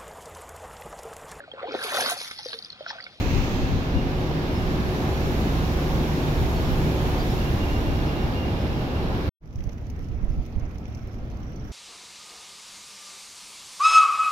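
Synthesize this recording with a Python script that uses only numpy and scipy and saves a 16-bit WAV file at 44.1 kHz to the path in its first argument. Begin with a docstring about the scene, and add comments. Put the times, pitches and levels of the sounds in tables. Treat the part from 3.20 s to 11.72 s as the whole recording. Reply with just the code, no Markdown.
"""Cobbled street, then beach front

Slow traffic: engines hum and throb, tyres hiss on the paving, a rubbing brake disc sings, sparrows chirp.
After a short silence, a quieter beach: far traffic, humming machinery, a breeze, crackling sand and a
thin high trill. Wind puffs strike the two microphones, a hand's length apart, in both places.
Road, wind and sand are shaped noise; machines and birds are wavering sines."""
import sys
import numpy as np
from scipy import signal
from scipy.fft import rfft, irfft, next_fast_len
from scipy.io import wavfile
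from scipy.ndimage import uniform_filter1d, map_coordinates

SR = 44100
rng = np.random.default_rng(int(sys.argv[2]) if len(sys.argv) > 2 else 0)


def generate_wav(signal):
    """Clip the signal to [-1, 1] and save it as 16-bit WAV at the path in sys.argv[1]."""
    frames = np.transpose(np.atleast_2d(signal))
    scaled = np.clip(frames, -1, 1) * 32767
    pcm = np.round(scaled).astype(np.int16)
    wavfile.write(sys.argv[1], SR, pcm)


N = 375732
STREET_END_S, BEACH_START_S = 6.094, 6.234

# Stereo lean by band. Each row: frequency in Hz, left minus right in dB.
STREET_PAN = [(60, -1.5), (400, 0), (800, -.5), (1400, 1.5), (2000, 0), (2600, -6), (4000, -7),
              (5200, -3.5), (6500, 0), (8000, 0.5), (9500, 10), (11000, 12.5), (13000, 8.5), (16000, 5.5)]
BEACH_PAN = [(100, -0.5), (400, 2.5), (1300, -4), (2400, -4), (4400, -8.5), (6500, -8), (8200, 2),
             (10000, 2), (12500, 12.5), (16000, 2)]
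CRUNCH_PAN = [(1000, -1), (4500, -2)]
# Spectrum of crunching sand. Each row: frequency in Hz, relative density in dB.
CRUNCH_SPECTRUM = [(700, -26), (1500, -4), (2500, 1), (3600, -6), (4600, -13), (6500, -47)]


def amp(db):
    """Decibels to gain."""
    return 10 ** (np.asarray(db) / 20)


def unit(x):
    """x at rms 1."""
    return x / np.sqrt(np.mean(x ** 2) + 1e-20)


def clock():
    """Sample times in seconds."""
    return np.arange(N) / SR


def spell(start_s, end_s, attack_s, release_s):
    """Envelope, 0 to 1: rises before the start, holds, falls after the end."""
    t = clock()
    return np.clip(1 + np.minimum((t - start_s) / attack_s, (end_s - t) / release_s), 0, 1)


def along(points, hz):
    """Interpolate (Hz, value) points on a log frequency axis."""
    knots_hz, values = np.transpose(points)
    return np.interp(np.log(hz + 1), np.log(knots_hz + 1), values)


def wobble(rate_hz):
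    """Smooth random curve, rate_hz knots a second."""
    knots = rng.standard_normal(int(N * rate_hz / SR) + 4)
    return map_coordinates(knots, [clock() * rate_hz])


def filtered(x, response):
    """Filter x by response(hz)."""
    size = next_fast_len(N + 8192)
    return irfft(rfft(x, size) * response(np.fft.rfftfreq(size, 1 / SR)), size)[..., :N]


def sides(pan_db):
    """Stereo gains for a left minus right level."""
    return amp(np.array([[.5], [-.5]]) * pan_db)


def placed(pair, spectrum, pan):
    """Colour and pan a stereo pair by band; its centre has rms 1."""
    out = filtered(pair, lambda hz: amp(along(spectrum, hz)) * sides(along(pan, hz)))
    return out / np.std(out.mean(0))


def rush(spectrum, pan, alike, patchy_db=1.0):
    """Diffuse noise at two spaced microphones, patchy in time and frequency."""
    # The pair agrees in the bass and opposes where half a wave fits between.
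    # Each row: frequency in Hz, correlation.
    coherence = [(60, 1), (300, 0.96), (520, 0.72), (750, 0.8), (1000, 0.41), (1200, 0.11), (1450, -0.52),
                 (1850, -0.54), (2150, 0.02), (2800, -0.046), (3200, -0.11), (4000, 0.018), (16000, 0.1)]

    def mid_side_gains(hz):
        likeness = np.clip(alike * along(coherence, hz), -1, 1)
        return np.sqrt([1 + likeness, 1 - likeness])

    bins = signal.stft(rng.standard_normal((2, N)), nperseg=512)[2]
    patches = uniform_filter1d(rng.standard_normal(bins.shape[1:]), size=7, axis=0)
    patches = unit(uniform_filter1d(patches, size=16, axis=1))
    pair = signal.istft(bins * amp(patchy_db * patches), nperseg=512)[1][:, :N]
    mid, side = filtered(pair, mid_side_gains)
    return placed(np.array([mid + side, mid - side]), spectrum, pan)


def from_right(spectrum, lag_s=.00035):
    """Direct road noise: reaches the left microphone lag_s late."""
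    delay_s = lag_s * np.array([[.5], [-.5]])
    pair = filtered(rng.standard_normal(N), lambda hz: np.exp(-2j * np.pi * hz * delay_s))
    return placed(pair, spectrum, STREET_PAN)


def tone(hz, drift, rate_hz, flutter_db):
    """Sine of rms 1 wavering in level and pitch; drift is a fraction of the pitch."""
    phase = 2 * np.pi * np.cumsum(hz * (1 + drift * wobble(rate_hz))) / SR
    return unit(np.sin(phase + rng.uniform(0, 2 * np.pi)) * amp(flutter_db * wobble(rate_hz)))


def draught():
    """Air moving down the street buffets the microphones."""
    # Each row: frequency in Hz, relative density in dB.
    spectrum = [(8, -22), (22, 3), (45, 4.5), (65, -8.5), (120, -13.5), (300, -50.5), (600, -100)]
    level_db = -32.5 + spell(3.4, 4.7, .4, .5) + 1.3 * wobble(12)
    return amp(level_db) * rush(spectrum, STREET_PAN, alike=.62)


def traffic(leftward_db_per_s=.9):
    """Cars roll past: engines rumble, the road roars, tyres hiss and drum on the paving."""
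    # Each row: frequency in Hz, relative density in dB.
    rumble_spectrum = [(35, -14.5), (65, -2), (100, 0.5), (130, -2.5), (180, -4), (300, -6.5), (400, -13.5),
                       (600, -28), (1500, -85)]
    roar_spectrum = [(150, -36), (330, -5.5), (450, -0.5), (620, -5), (800, -4), (1000, -7.5), (1300, -11),
                     (1700, -11.5), (2400, -30.5), (6000, -78)]
    tyre_spectrum = [(900, -28), (1600, -2.5), (1900, 0), (2200, 0.5), (2700, -1), (3000, -2.5), (3600, -3),
                     (4500, -6.5), (5700, -11.5), (6500, -24), (7400, -34), (8100, -29), (10000, -52)]
    paving_spectrum = [(250, -29), (420, -16), (530, 4.5), (720, 0.5), (880, -2.5), (1100, -14),
                       (2000, -40)]
    fizz_spectrum = [(3500, -14), (5500, 5.5), (6400, 4), (7500, 1), (8150, -19.5), (8800, -5),
                     (9900, -4.5), (11100, -9.5), (12400, 0.5), (14000, -2), (16000, -3.5)]
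    near_spectrum = [(600, -30), (1500, -9), (2000, 1), (2600, 2.5), (3300, -3.5), (4200, -6.5),
                     (5300, -16), (6600, -13), (8000, -27.5), (10000, -22), (11200, -37), (12500, -17),
                     (16000, -18)]
    # Each row: frequency in Hz, left minus right in dB.
    near_pan = [(1000, -8), (3000, -2.5), (6000, -20), (12500, -1)]
    rolling = spell(2.12, 4.1, 1.6, 1.24)
    near = spell(0, .21, .1, .66)  # a car creeps by on the right
    approach = spell(4.54, 5.4, .6, 1.0)  # another comes up the street
    rumble = amp(-27.5 + 1.47 * rolling + 2 * near) * rush(rumble_spectrum, STREET_PAN, alike=.96)
    roar_db = -36.5 + 2 * rolling + 1.5 * near
    roar = amp(roar_db) * rush(roar_spectrum, STREET_PAN, alike=.86, patchy_db=.73)
    tyre_echoes = rush(tyre_spectrum, STREET_PAN, alike=.96, patchy_db=.9)
    tyres = amp(-46.5 + 2.5 * rolling) * (tyre_echoes + amp(-6.5) * from_right(tyre_spectrum))
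    paving = amp(-42.5) * approach * rush(paving_spectrum, STREET_PAN, alike=.9)
    leftward = sides(leftward_db_per_s * (clock() - STREET_END_S / 2))
    fizz = amp(-58.5 + 8.5 * rolling) * leftward * rush(fizz_spectrum, STREET_PAN, alike=.5)
    near_hiss = amp(-41.5) * near * rush(near_spectrum, near_pan, alike=.8, patchy_db=1.1)
    return rumble + roar + paving + tyres + fizz + near_hiss


def motors():
    """One engine idles, one pulls and slows, a heavy exhaust throbs; a near car and a cooling fan hum."""
    # Each row: time in seconds, firing rate in Hz, level in dB.
    pulling = [(0, 148, -47), (.6, 150, -39), (1.0, 152, -33.5), (1.55, 155.5, -32.5), (1.95, 155, -41),
               (2.35, 154, -32.5), (3.2, 150, -31), (3.9, 146.5, -34.5), (4.4, 145, -44), (4.95, 144, -34),
               (5.2, 143, -44.5), (5.5, 143, -35), (6.1, 142, -42.5)]
    throb = [(1.7, 41.8, -60), (2.2, 42.4, -30), (2.8, 43.1, -32.5), (3.3, 45, -35.5), (3.9, 41.95, -35),
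             (4.2, 36.34, -33), (4.45, 34.8, -28), (4.8, 35, -55)]
    # Each row: time in seconds, level in dB.
    fan_levels = [(0, -50), (.65, -46), (.9, -42), (1.4, -36), (2, -38), (2.2, -41), (2.9, -37.5),
                  (3.4, -40), (3.6, -34.5), (4.25, -38), (4.6, -47), (5.3, -47), (6, -43)]
    # Weaker tones of idling cars. Each row: frequency in Hz, relative level in dB.
    overtones = [(226, -6.5), (270, -4), (303, -2.5), (347, -2), (458, -17.5), (506, -9.5), (541, -9),
                 (617, -11), (652, -11.5), (740, -10)]
    t = clock()
    idle_db = -40 + 9 * spell(2.4, 3.8, 1.9, 5.2)
    engines = amp(idle_db) * tone(69.5, drift=.02, rate_hz=9, flutter_db=1)
    for course in (pulling, throb):
        times_s, hz, db = np.transpose(course)
        firing = tone(np.interp(t, times_s, hz), drift=.0161, rate_hz=16, flutter_db=1.5)
        engines += amp(np.interp(t, times_s, db)) * firing
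    near_hum = amp(-39) * spell(.051, .87, .1, .34) * tone(269, drift=.002, rate_hz=7, flutter_db=2.5)
    fan_db = np.interp(t, *np.transpose(fan_levels))
    fan = amp(fan_db) * tone(370, drift=.0025, rate_hz=9, flutter_db=1)
    load = spell(1.45, 4.27, .56, .4)
    weak_tones = sum(amp(db) * tone(hz, drift=.003, rate_hz=7, flutter_db=3.5) for hz, db in overtones)
    return (engines + near_hum + fan + amp(-46 + 5.5 * load) * weak_tones) * sides(-.5)


def gusts():
    """Brief puffs of wind, each stronger at one microphone."""
    # Each row: peak time in seconds, level in dB, left minus right in dB, half-length in seconds.
    puffs = [(0.166, -26.5, 13, 0.1), (0.42, -22.5, 2, 0.053), (0.555, -27, 13, 0.05),
             (0.774, -29, 22, 0.026), (6.397, -30, -10, 0.023), (6.47, -31, -11, .022),
             (6.82, -33, -10, 0.024), (6.936, -31, -14, 0.03), (7.043, -28.5, -12, 0.03),
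             (7.112, -29, -9, 0.031), (7.19, -23.5, -4, 0.03), (7.374, -28, -19, 0.021),
             (7.439, -30, -11, 0.021), (7.695, -32.5, -5, 0.02), (8.04, -31, 1, .022), (8.46, -38, 4, .022)]
    # Each row: frequency in Hz, relative density in dB.
    spectrum = [(8, -9), (20, 5), (60, 3.5), (110, -4.5), (200, -13), (320, -24.5), (600, -45), (1200, -87)]
    force = sum(amp(db) * sides(pan_db) * np.exp(-((clock() - peak_s) / half_s) ** 2)
                for peak_s, db, pan_db, half_s in puffs)
    return force * rush(spectrum, [(100, .004)], alike=.42, patchy_db=1.5)


def brake(catch_hz=15, grip_db=1.8):
    """A rubbing disc sings, swelling at each catch; echoes make each microphone flutter differently."""
    # Each row: start in seconds, end in seconds, level in dB, pitch in Hz.
    squeals = [(.42, .46, -51, 2700), (.775, .8, -47, 2810), (1.3, 1.42, -53, 2790), (2.42, 2.5, -55, 2815),
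               (4.21, 4.33, -50.5, 2805), (4.4, 4.57, -47, 2810), (4.67, 4.8, -50, 2790),
               (4.88, 5.06, -49.5, 2790), (5.165, 5.282, -45, 2806), (5.368, 5.86, -55, 2790)]
    out = np.zeros((2, N))
    for start_s, end_s, db, hz in squeals:
        pitch_hz = hz * (1 + .003 * wobble(9))
        song = np.array([tone(pitch_hz, drift=.00903, rate_hz=170, flutter_db=2.5) for _ in range(2)])
        out += amp(db) * spell(start_s, end_s, .035, .05) * song
    grip = unit(amp(grip_db * tone(catch_hz, drift=.2, rate_hz=12, flutter_db=-2)))
    return out * grip * sides(-7)


def sparrows(arch=.008):
    """Short raspy whistles, rising and falling slightly in pitch."""
    # Each row: centre in seconds, level in dB, pitch in Hz, half-length in seconds, rasp as pitch share.
    chirps = [(1.37, -46, 5230, .039, 0.014), (3.375, -46, 4380, .04, .011),
              (4.008, -42.5, 4715, .036, 0.0076), (4.115, -49, 5270, .035, .008),
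              (4.885, -50, 5200, .037, .01), (5.41, -53, 5220, .04, .01), (7.125, -63.5, 5180, .026, .007),
              (8.12, -65, 4200, .026, 0.0068)]
    out = np.zeros(N)
    grain = wobble(500)
    for centre_s, db, hz, half_s, rasp in chirps:
        offset = np.clip((clock() - centre_s) / half_s, -1, 1)
        pitch_hz = hz * (1 - arch * offset ** 2 + rasp * grain)
        out += amp(db) * (1 - offset ** 2) ** 2 * np.sin(2 * np.pi * np.cumsum(pitch_hz) / SR)
    return out * sides(-2)


def far_traffic(rise_db_per_s=1.0):
    """Traffic heard from the beach: a low drone and a murmur that slowly nears."""
    # Each row: frequency in Hz, relative density in dB.
    drone_spectrum = [(30, -5), (60, 3.5), (115, 0.5), (170, -4.5), (260, -8), (340, -13.5), (450, -28),
                      (900, -68)]
    murmur_spectrum = [(120, -22), (300, -2.5), (450, 2.5), (720, -2), (1000, -8.5), (1600, -11.5),
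                       (2300, -16), (3200, -22), (4500, -27.5), (7000, -36.5), (12000, -70)]
    drone = amp(-36.5) * rush(drone_spectrum, BEACH_PAN, alike=1, patchy_db=0)
    murmur_db = -50.5 + rise_db_per_s * (clock() - BEACH_START_S)
    return drone + amp(murmur_db) * rush(murmur_spectrum, BEACH_PAN, alike=.8, patchy_db=1.4)


def machinery(fade_s=.45):
    """Machines hum in the buildings behind the beach, fading in."""
    # Each row: frequency in Hz, relative level in dB.
    partials = [(116, 4), (232, 3), (295, -1.5), (375, -5), (440, -13), (750, -13.5), (1315, -16.5),
                (1859, -26), (2095, -21)]
    hum = sum(amp(db) * tone(hz, drift=.00403, rate_hz=24, flutter_db=3.5) for hz, db in partials)
    return amp(-53.5) * hum * spell(BEACH_START_S + fade_s, N / SR, fade_s, .03) * sides(-2.7)


def sand():
    """A thin, restless sandy hiss and one soft rustle."""
    # Each row: frequency in Hz, relative density in dB.
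    hiss_spectrum = [(2500, -34), (4700, -4), (5600, -2), (6300, -4.5), (7100, -14), (8200, -26),
                     (10000, -13.5), (11200, -21), (12200, -13), (14500, -14), (16000, -14)]
    hiss_db = -71 + 2.3 * wobble(60) + 1.3 * wobble(13)
    hiss = amp(hiss_db) * rush(hiss_spectrum, BEACH_PAN, alike=.5, patchy_db=2)
    rustle_gain = amp(-67 + 2.2 * wobble(35)) * spell(7.1, 7.55, .5, .15)
    return hiss + rustle_gain * rush(CRUNCH_SPECTRUM, CRUNCH_PAN, alike=.5, patchy_db=4)


def breeze(fall_db_per_s=2.5):
    """A dying breeze buffets the microphones, mostly the right one."""
    # Each row: frequency in Hz, relative density in dB.
    spectrum = [(8, -17), (20, 0.5), (60, 0.5), (90, -5.5), (130, -10), (220, -21.5), (330, -23),
                (600, -66), (1000, -100)]
    level_db = -33.5 - fall_db_per_s * np.maximum(clock() - BEACH_START_S, 0) + 1.6 * wobble(25)
    return amp(level_db) * sides(-3) * rush(spectrum, [(100, 0)], alike=.79)


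def crackles(t60_s=.023, rise_s=.0016, faint_count=150):
    """Grit gives way in tiny bursts of low crunch, ring and high spark: some clear, many faint."""
    # Each row: start in seconds, then crunch, ring and spark levels in dB.
    clear = [(6.3272, -62, -62, -71.5), (6.3561, -63, -56, -61), (6.383, -60, -77, -69.5),
             (6.4045, -54.5, -61, -65), (6.4379, -58, -51.5, -58), (6.4923, -53, -57, -62),
             (6.5277, -64, -55, -63), (6.5806, -54, -60, -64), (6.6669, -63, -58, -66),
             (6.6993, -57, -52, -59), (6.7602, -65, -71, -70.5), (6.7896, -61, -62, -62.5),
             (6.843, -61, -57, -64.5), (6.8689, -65, -75, -69.5), (6.8854, -65, -59, -64.5),
             (7.0899, -58, -64, -68.5), (7.262, -59, -62, -63.5), (7.3967, -65, -57, -67.5),
             (7.4521, -64, -63, -80.5), (7.461, -64, -62, -75.5), (7.556, -53, -65, -64),
             (7.5818, -64, -53, -62.5), (7.6292, -62, -72, -76.5), (7.6536, -53, -59, -71.5),
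             (7.6801, -64, -65, -59.5), (7.721, -54, -68, -73.5), (7.7479, -64, -51, -58.5),
             (7.7709, -63, -60, -71.5), (7.8715, -64, -63, -63), (7.94, -59, -63, -74.5),
             (8.1375, -60, -69, -79.5), (8.17, -62, -62, -67.5), (8.2303, -57, -66, -72),
             (8.2662, -65, -64, -78.5), (8.3196, -55, -66, -65), (8.3575, -65, -57, -63.5),
             (8.4114, -64, -67, -78.5), (8.4753, -64, -63, -78.5), (8.5027, -64, -69, -71.5)]
    # Faint bursts: crunch, ring and spark offsets in dB.
    faint_mix_db = (0.5, -1, -6)
    # Each row: frequency in Hz, relative density in dB.
    ring_spectrum = [(3500, -28), (4700, -9), (5500, -2), (6150, 1.5), (6700, -9), (7600, -19), (9000, -50)]
    spark_spectrum = [(6000, -28), (8200, -6), (10000, -3), (11200, -7), (12300, -2), (14000, -1),
                      (16000, -1)]
    when, size = rng.random((faint_count, 2)).T
    size_db = -70 - 2.4 * np.log(1 - .95 * size)
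    faint_db = size_db[:, None] + faint_mix_db + 3 * rng.standard_normal((faint_count, 3))
    faint = np.column_stack([BEACH_START_S + when * (N / SR - BEACH_START_S), faint_db])
    t = np.arange(SR // 10) / SR
    burst = (1 - np.exp(-t / rise_s)) * amp(-60 * t / t60_s)
    burst /= burst.max()
    powers = np.zeros((3, N + SR))
    for start_s, *db in list(clear) + list(faint):
        first = round(start_s * SR)
        powers[:, first:first + len(t)] += (amp(db)[:, None] * burst) ** 2
    grain = unit(amp(2.4 * wobble(900)))
    bands = (CRUNCH_SPECTRUM, CRUNCH_PAN), (ring_spectrum, BEACH_PAN), (spark_spectrum, BEACH_PAN)
    return grain * sum(np.sqrt(power[:N]) * rush(spectrum, pan, alike=.5)
                       for power, (spectrum, pan) in zip(powers, bands))


def trill(pulse_hz=31, depth_db=5.5, fade_s=.056):
    """Thin pulsing chatter, like small far birds; the pitch shifts from pulse to pulse."""
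    # Each row: start in seconds, end in seconds, level in dB, pitch in Hz.
    phrases = [(7.66, 7.976, -69.5, 5480), (8.25, 8.52, -64.5, 5700)]
    pulsing = unit(amp(depth_db * tone(pulse_hz, drift=.193, rate_hz=15, flutter_db=1.5)))
    out = np.zeros((2, N))
    for start_s, end_s, db, hz in phrases:
        pitch_hz = hz * (1 + .012 * wobble(pulse_hz))
        song = np.array([tone(pitch_hz, drift=.028, rate_hz=550, flutter_db=4) for _ in range(2)])
        out += amp(db) * spell(start_s, end_s, fade_s, fade_s) * song
    return out * pulsing * sides(-9.5)


def scene(swell_s=.18, swell_db=8.5):
    """The street stops dead; after a moment of silence the beach swells in."""
    t = clock()
    in_street = np.clip((STREET_END_S - t) / .0031, 0, 1)
    dip_db = swell_db * np.clip(1 - (t - BEACH_START_S) / swell_s, 0, 1)
    at_beach = spell(BEACH_START_S, N / SR, .034, .03) ** 2 * amp(-dip_db)
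    street = draught() + traffic() + motors() + brake()
    beach = far_traffic() + machinery() + sand() + breeze() + trill()
    return in_street * street + at_beach * beach + crackles() + gusts() + sparrows()


def record(dry):
    """Brick-wall low-pass."""
    return filtered(dry, lambda hz: hz < 15800)


dry = scene()
out = record(dry)
generate_wav(out)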